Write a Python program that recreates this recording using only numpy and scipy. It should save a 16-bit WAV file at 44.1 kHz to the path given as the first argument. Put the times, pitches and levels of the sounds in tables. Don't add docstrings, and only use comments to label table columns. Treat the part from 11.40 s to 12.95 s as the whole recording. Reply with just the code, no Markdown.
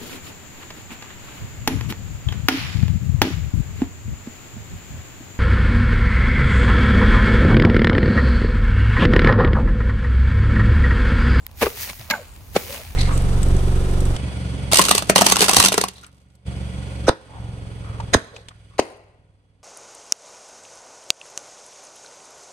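import sys
import numpy as np
from scipy import signal
from scipy.fft import rfft, irfft
from scipy.io import wavfile
from scipy.ndimage import uniform_filter1d

SR = 44100
rng = np.random.default_rng(int(sys.argv[2]) if len(sys.argv) > 2 else 0)


def transcribe(u):
    v = np.clip(np.atleast_2d(u).T, -1, 1)
    q = np.round(v * 32767).astype(np.int16)
    wavfile.write(sys.argv[1], SR, q)


N = 68355
T = np.arange(N) / SR
BIN_HZ = np.arange(N + 1) * SR / (2 * N)


def undb(db):
    return 10 ** (np.asarray(db) / 20)


def gains(points, hz):
    corner_hz, db = np.array(points, float).T
    return undb(np.interp(np.log(np.maximum(hz, 1)), np.log(corner_hz), db))


def level(curve):
    return undb(np.interp(T, *np.array(curve).T))


def strike(at, rise, decay):
    return np.exp(-np.maximum((at - T) / max(rise, 1e-5), (T - at) / max(decay, 1e-5)))


def colour(x, points, tilt_db_per_oct=0):
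    octaves = np.log2(np.maximum(BIN_HZ, 200) / 1000)
    magnitude = gains(points, BIN_HZ) * undb(tilt_db_per_oct * octaves)
    magnitude /= np.sqrt(np.mean(magnitude ** 2))
    cepstrum = irfft(np.log(magnitude))[:N]
    cepstrum[1:] *= 2
    return irfft(rfft(x, 2 * N) * np.exp(rfft(cepstrum, 2 * N)))[..., :N]


def stereo(pair, side_curve):
    mid = pair[0]
    side = irfft(rfft(pair[1], 2 * N) * gains(side_curve, BIN_HZ))[:N]
    return np.array([mid + side, mid - side])


def crackle(grain_db, size):
    strength = np.repeat(undb(grain_db * rng.standard_normal(N // size + 1)), size)[:N]
    grains = rng.standard_normal((2, N)) * strength
    return grains / np.sqrt(uniform_filter1d(grains ** 2, size=size * 24, axis=1))


def resonance(hz, width, envelope):
    lowpass = signal.butter(2, width / 2, fs=SR, output="sos")
    drive = signal.sosfilt(lowpass, rng.standard_normal(N) + 1j * rng.standard_normal(N))
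    carrier = np.exp(2j * np.pi * np.cumsum(hz * np.ones(N)) / SR)
    ring = np.real(drive * carrier) * envelope
    return ring * np.sqrt(np.sum(envelope ** 2) / np.sum(ring ** 2))


def falling_tone(at, hz, oct_per_s, span_s):
    cycles = np.cumsum(hz * 2 ** (-oct_per_s * np.clip(T - at, -span_s, span_s))) / SR
    return np.cos(2 * np.pi * (cycles - np.interp(at, T, cycles)))


# (time [s], level [dB])
WIND_ENVELOPE = [(0, -43.5), (.08, -48), (.2, -41.5), (.34, -50), (.4, -42.5), (.6, -45.5), (.87, -45.5),
                 (1.02, -40), (1.06, -45.5), (1.11, -37), (1.23, -44.5), (1.28, -37), (1.39, -44.5),
                 (1.55, -38)]
# (frequency [Hz], relative level [dB])
WIND_SPECTRUM = [(15, -48), (28, -26.5), (46, -3), (85, -1.5), (125, -13.5), (200, -21), (400, -32),
                 (1500, -63)]
TREE_SPECTRUM = [(100, 14.5), (400, 2), (900, 4.5), (2000, -9.5), (5000, -15), (8000, -11),
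                 (13000, -14), (16000, -29)]
# (frequency [Hz], side relative to mid [dB])
WIDE_SPREAD = [(60, -10), (400, -5), (1200, -4.5), (2400, -1.5), (4400, -0.5), (8000, -10), (11500, -4.5),
               (16000, -35)]


def wind_and_trees():
    wind = level(WIND_ENVELOPE) * colour(rng.standard_normal((2, N)), WIND_SPECTRUM)
    trees = undb(-53.5) * colour(crackle(grain_db=2.5, size=64), TREE_SPECTRUM)
    return stereo(wind + trees, WIDE_SPREAD)


# (time [s], tick level [dB], body relative to tick [dB])
DROP_IMPACTS = [(0.066, -17.5, -9.5), (0.1136, -32, -12), (.1735, -31, -19), (0.3738, -25.5, -2),
                (0.4974, -31, 5.5), (0.5089, -29, -1), (0.532, -30, -1), (0.5951, -25, -10),
                (.7009, -16, -12), (.709, -15, -8), (.963, -46, 9), (1.476, -45, 7)]
# (frequency [Hz], relative level [dB])
TICK_SPECTRUM = [(500, -45), (3000, -29), (8000, -17), (13500, 9), (16000, 7.5)]
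BODY_SPECTRUM = [(150, 7), (450, -9.5), (850, 2), (1500, -0.5), (2800, -0.5), (6000, -7), (9000, -2.5),
                 (16000, -28)]
# (frequency [Hz], side relative to mid [dB])
NEAR_SPREAD = [(60, -31), (400, -21), (1000, -12), (2200, -2.5), (4400, 1), (8000, -5.5), (11500, -3.5),
               (16000, -32)]


def drops(tick_decay_s=0.00039, body_decay_s=0.0013):
    tick = sum(undb(db) * strike(at, 0, tick_decay_s) for at, db, _ in DROP_IMPACTS)
    body = sum(undb(db + rel) * strike(at, 0, body_decay_s) for at, db, rel in DROP_IMPACTS)
    tick_noise, body_noise = np.sign(rng.standard_normal((2, 2, N)))
    impacts = colour(tick_noise * tick, TICK_SPECTRUM) + colour(body_noise * body, BODY_SPECTRUM)
    return stereo(impacts, NEAR_SPREAD)


# (time [s], level [dB])
SPRAY_ENVELOPE = [(0, -85), (.14, -60), (.2, -36.5), (.235, -31.5), (.28, -35.5), (.34, -40.5),
                  (.43, -26.5), (.5, -41), (.55, -41.5), (.69, -48.5), (.72, -41), (.79, -51), (.9, -57.5),
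                  (1.12, -50), (1.16, -35), (1.26, -38.5), (1.34, -34.5), (1.42, -44.5), (1.55, -48.5)]
SPILL_ENVELOPE = [(0, -62), (.17, -60.5), (.24, -34), (.29, -44), (.34, -49), (.4, -43.5), (.46, -44.5),
                  (.5, -32.5), (.56, -81), (.6, -44), (.68, -54.5), (.76, -49), (.88, -54.5), (1.12, -62.5),
                  (1.18, -40.5), (1.26, -46), (1.345, -35.5), (1.39, -42.5), (1.55, -52)]
# (frequency [Hz], relative level [dB])
SPRAY_SPECTRUM = [(400, -21.5), (2000, 2), (3400, -1.5), (6300, 1.5), (8500, 4), (11000, 0.5), (13500, 4),
                  (16000, 3)]
SPILL_SPECTRUM = [(80, -20), (200, 6), (450, -6.5), (900, 2.5), (1600, -2.5), (2500, 3.5), (3500, -1),
                  (6000, -5.5), (9000, 0), (16000, -26.5)]


def splashes():
    spray = colour(crackle(grain_db=3, size=24) * level(SPRAY_ENVELOPE), SPRAY_SPECTRUM)
    spill = colour(crackle(grain_db=5.5, size=48) * level(SPILL_ENVELOPE), SPILL_SPECTRUM)
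    return stereo(spray + spill, WIDE_SPREAD)


def bubbles(count=520, low_hz=378, high_hz=3310, decay_cycles=6.1, rise_per_s=8):
    t = np.arange(4096) / SR
    out = np.zeros((2, N + len(t)))
    flow = level(SPILL_ENVELOPE)
    for when, pitch, size, place in rng.random((count, 4)):
        start = int(when * (N - 1))
        hz = low_hz * (high_hz / low_hz) ** np.sqrt(pitch)
        phase = 2 * np.pi * hz * t * (1 + rise_per_s * t / 2)
        ring = np.exp(-t * hz / decay_cycles) * np.sin(phase)
        gain = flow[start] * undb(-6 - 3 * np.log(max(size, .05)))
        pan = np.sqrt([[.5 + place], [1.5 - place]])
        out[:, start:start + len(t)] += gain * pan * ring
    return out[:, :N]


def echo(x, db=-21.5, t60_s=0.47, delay_s=0.015):
    tail = rng.standard_normal((2, N)) * (T > delay_s) * np.exp(-np.log(1000) * T / t60_s)
    tail /= np.sqrt(np.sum(tail ** 2, axis=1, keepdims=True))
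    return undb(db) * signal.fftconvolve(x, tail, axes=1)[:, :N]


# (time [s], frequency [Hz], level [dB], rise [s], decay [s], bandwidth [Hz])
BLADE_MODES = [(0, 7241, -53, .003, .035, 30), (.712, 7020, -39, .003, .045, 230),
               (.712, 13750, -44, .003, .04, 400), (.712, 7400, -48.5, .003, .12, 260),
               (.932, 7440, -47, .04, .028, 30)]


def blade():
    return sum(undb(db) * resonance(hz, width, strike(at, rise, decay))
               for at, hz, db, rise, decay, width in BLADE_MODES)


# (start [s], duration [s], first frequency [Hz], last frequency [Hz], bandwidth [Hz], level [dB])
CAVITY_GLIDES = [(0.28, 0.093, 510, 405, 60, -48.5), (0.729, 0.106, 865, 455, 100, -42),
                 (0.733, 0.036, 1650, 1460, 224, -32), (1.184, 0.096, 460, 404, 187, -45.5),
                 (1.277, 0.15, 530, 570, 170, -43)]


def gurgles(fade_s=0.018):
    out = 0
    for at, length, first, last, width, db in CAVITY_GLIDES:
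        gate = np.clip(np.minimum(T - at, at + length - T) / fade_s, 0, 1)
        hz = np.interp(T, [at, at + length], [first, last])
        out += undb(db) * resonance(hz, width, gate)
    return out


# (time [s], frequency [Hz], peak level [dB], rise [s], decay [s])
THUMP_TONES = [(0.2362, 445, -11.5, 0.0045, 0.0095), (.251, 440, -17, 0.0031, 0.009),
               (.277, 426, -19, 0.0026, 0.005), (0.23, 226, -21, 0.0102, 0.0093),
               (.246, 68.5, -27.5, 0.017, 0.027), (.7115, 1657, -15.5, 0.0035, 0.0086),
               (.714, 240, -25, 0.0042, 0.004), (.719, 2200, -21, 0.0023, 0.0074),
               (.729, 905, -22, 0.0044, 0.015), (.7393, 1535, -13.5, 0.0021, 0.0031),
               (1.167, 199, -18.5, 0.0073, 0.0064), (1.1648, 790, -25, 0.0048, 0.006),
               (0.73, 600, -31.5, 0.012, 0.014), (1.305, 545, -31, 0.0081, 0.0097),
               (.611, 117, -33.5, 0.014, 0.0073)]


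def thumps():
    out = 0
    for at, hz, db, rise, decay in THUMP_TONES:
        envelope = np.exp(-np.where(T < at, ((T - at) / rise) ** 2, (T - at) / decay))
        out += undb(db) * envelope * falling_tone(at, hz, oct_per_s=4.2, span_s=.1)
    return out


# (time [s], frequency [Hz], peak level [dB], half duration [s])
WATER_KNOCKS = [(0.2214, 516, -11.5, 0.0012), (0.2299, 480, -8.5, 0.0019), (.269, 509, -11, 0.0027),
                (1.1653, 487, -5.5, .0029)]


def slaps():
    out = 0
    for at, hz, db, half in WATER_KNOCKS:
        envelope = np.exp(-((T - at) / half) ** 2)
        out += undb(db) * envelope * falling_tone(at, hz, oct_per_s=190, span_s=2 * half)
    return out


# (time [s], rise [s], decay [s], level [dB], tilt [dB/octave])
TEAR_BURSTS = [
    [(.2165, 0.0041, 0.015, -21.5, 1), (.2262, 0.0043, 0.011, -14, 0), (.2597, 0.0003, 0.0017, -16.5, -0.5),
     (.2675, 0.0025, 0.005, -15, -4)],
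    [(.7016, 0.0008, 0.0047, -19.5, 2), (.7062, 0.0013, .0018, -17, -3),
     (.7095, 0.0002, 0.0012, -12.5, 4.5), (.7112, 0.00081, 0.0042, -14.5, -1),
     (.738, 0.024, 0.031, -31.5, -6.5)],
    [(1.152, 0.0013, 0.018, -28, -1.5), (1.1655, 0.0052, 0.0053, -15.5, -0.5),
     (1.177, 0.0015, 0.0034, -28.5, -2.5)],
]
# (frequency [Hz], relative level [dB])
JUG_SPECTRA = [
    [(60, -11), (220, -3), (350, -0.5), (620, -6.5), (780, -1), (1050, 1), (1300, -4.5), (2100, -3.5),
     (2650, -7.5), (3300, -12.5), (6000, -17), (9000, -19.5), (13500, -16.5), (16000, -39)],
    [(60, -38), (220, -10), (370, -19.5), (550, -4), (1250, 0), (1650, -4), (1900, -2.5), (2300, 2.5),
     (3300, -7), (4100, -4), (6000, -11.5), (6900, -11), (8500, -26.5), (14000, -19), (16000, -40)],
    [(60, -11.5), (200, -5.5), (750, -1.5), (1000, -8), (1450, -2.5), (1850, -10), (2250, -6),
     (3200, -11.5), (6300, -16), (8500, -15), (16000, -30.5)],
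]
JUG_BALANCE = [1, -1, -0.5]


def tearing():
    out = 0
    for bursts, spectrum, pan_db in zip(TEAR_BURSTS, JUG_SPECTRA, JUG_BALANCE):
        rip = 0
        for at, rise, decay, db, tilt in bursts:
            clicks = crackle(grain_db=3, size=8) * strike(at, rise, decay)
            rip += undb(db) * colour(clicks, spectrum, tilt)
        out += stereo(rip, NEAR_SPREAD) * undb([[pan_db / 2], [-pan_db / 2]])
    return out


def scene():
    direct = tearing() + slaps() + thumps() + gurgles() + blade()
    return direct + echo(direct) + splashes() + bubbles() + drops() + wind_and_trees()


# (frequency [Hz], left minus right level [dB])
MIC_BALANCE = [(60, 0), (400, 2), (1200, -0.5), (2400, -5), (4400, 5), (8000, 1), (16000, -1)]
# (frequency [Hz], lead of the left [rad])
MIC_PHASE = [(0, 0), (1000, 0.16), (2050, 0.46), (2930, 0.5), (3450, 4.5), (4200, 6), (5500, 6),
             (6700, 6.5), (7350, 9.2), (9300, 8.3), (11500, 13.5), (14000, 12.5)]


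def record(dry, ceiling=.95, cutoff_hz=15750):
    lead = np.interp(BIN_HZ, *np.array(MIC_PHASE).T)
    left = np.sqrt(gains(MIC_BALANCE, BIN_HZ)) * np.exp(.5j * lead)
    heard = irfft(rfft(dry, 2 * N) * np.array([left, 1 / left]))[:, :N]
    rounded = heard / (1 + (heard / ceiling) ** 6) ** (1 / 6)
    lowpass = signal.ellip(10, .2, 80, cutoff_hz, fs=SR, output="sos")
    return signal.sosfilt(lowpass, rounded)


dry = scene()
out = record(dry)
transcribe(out)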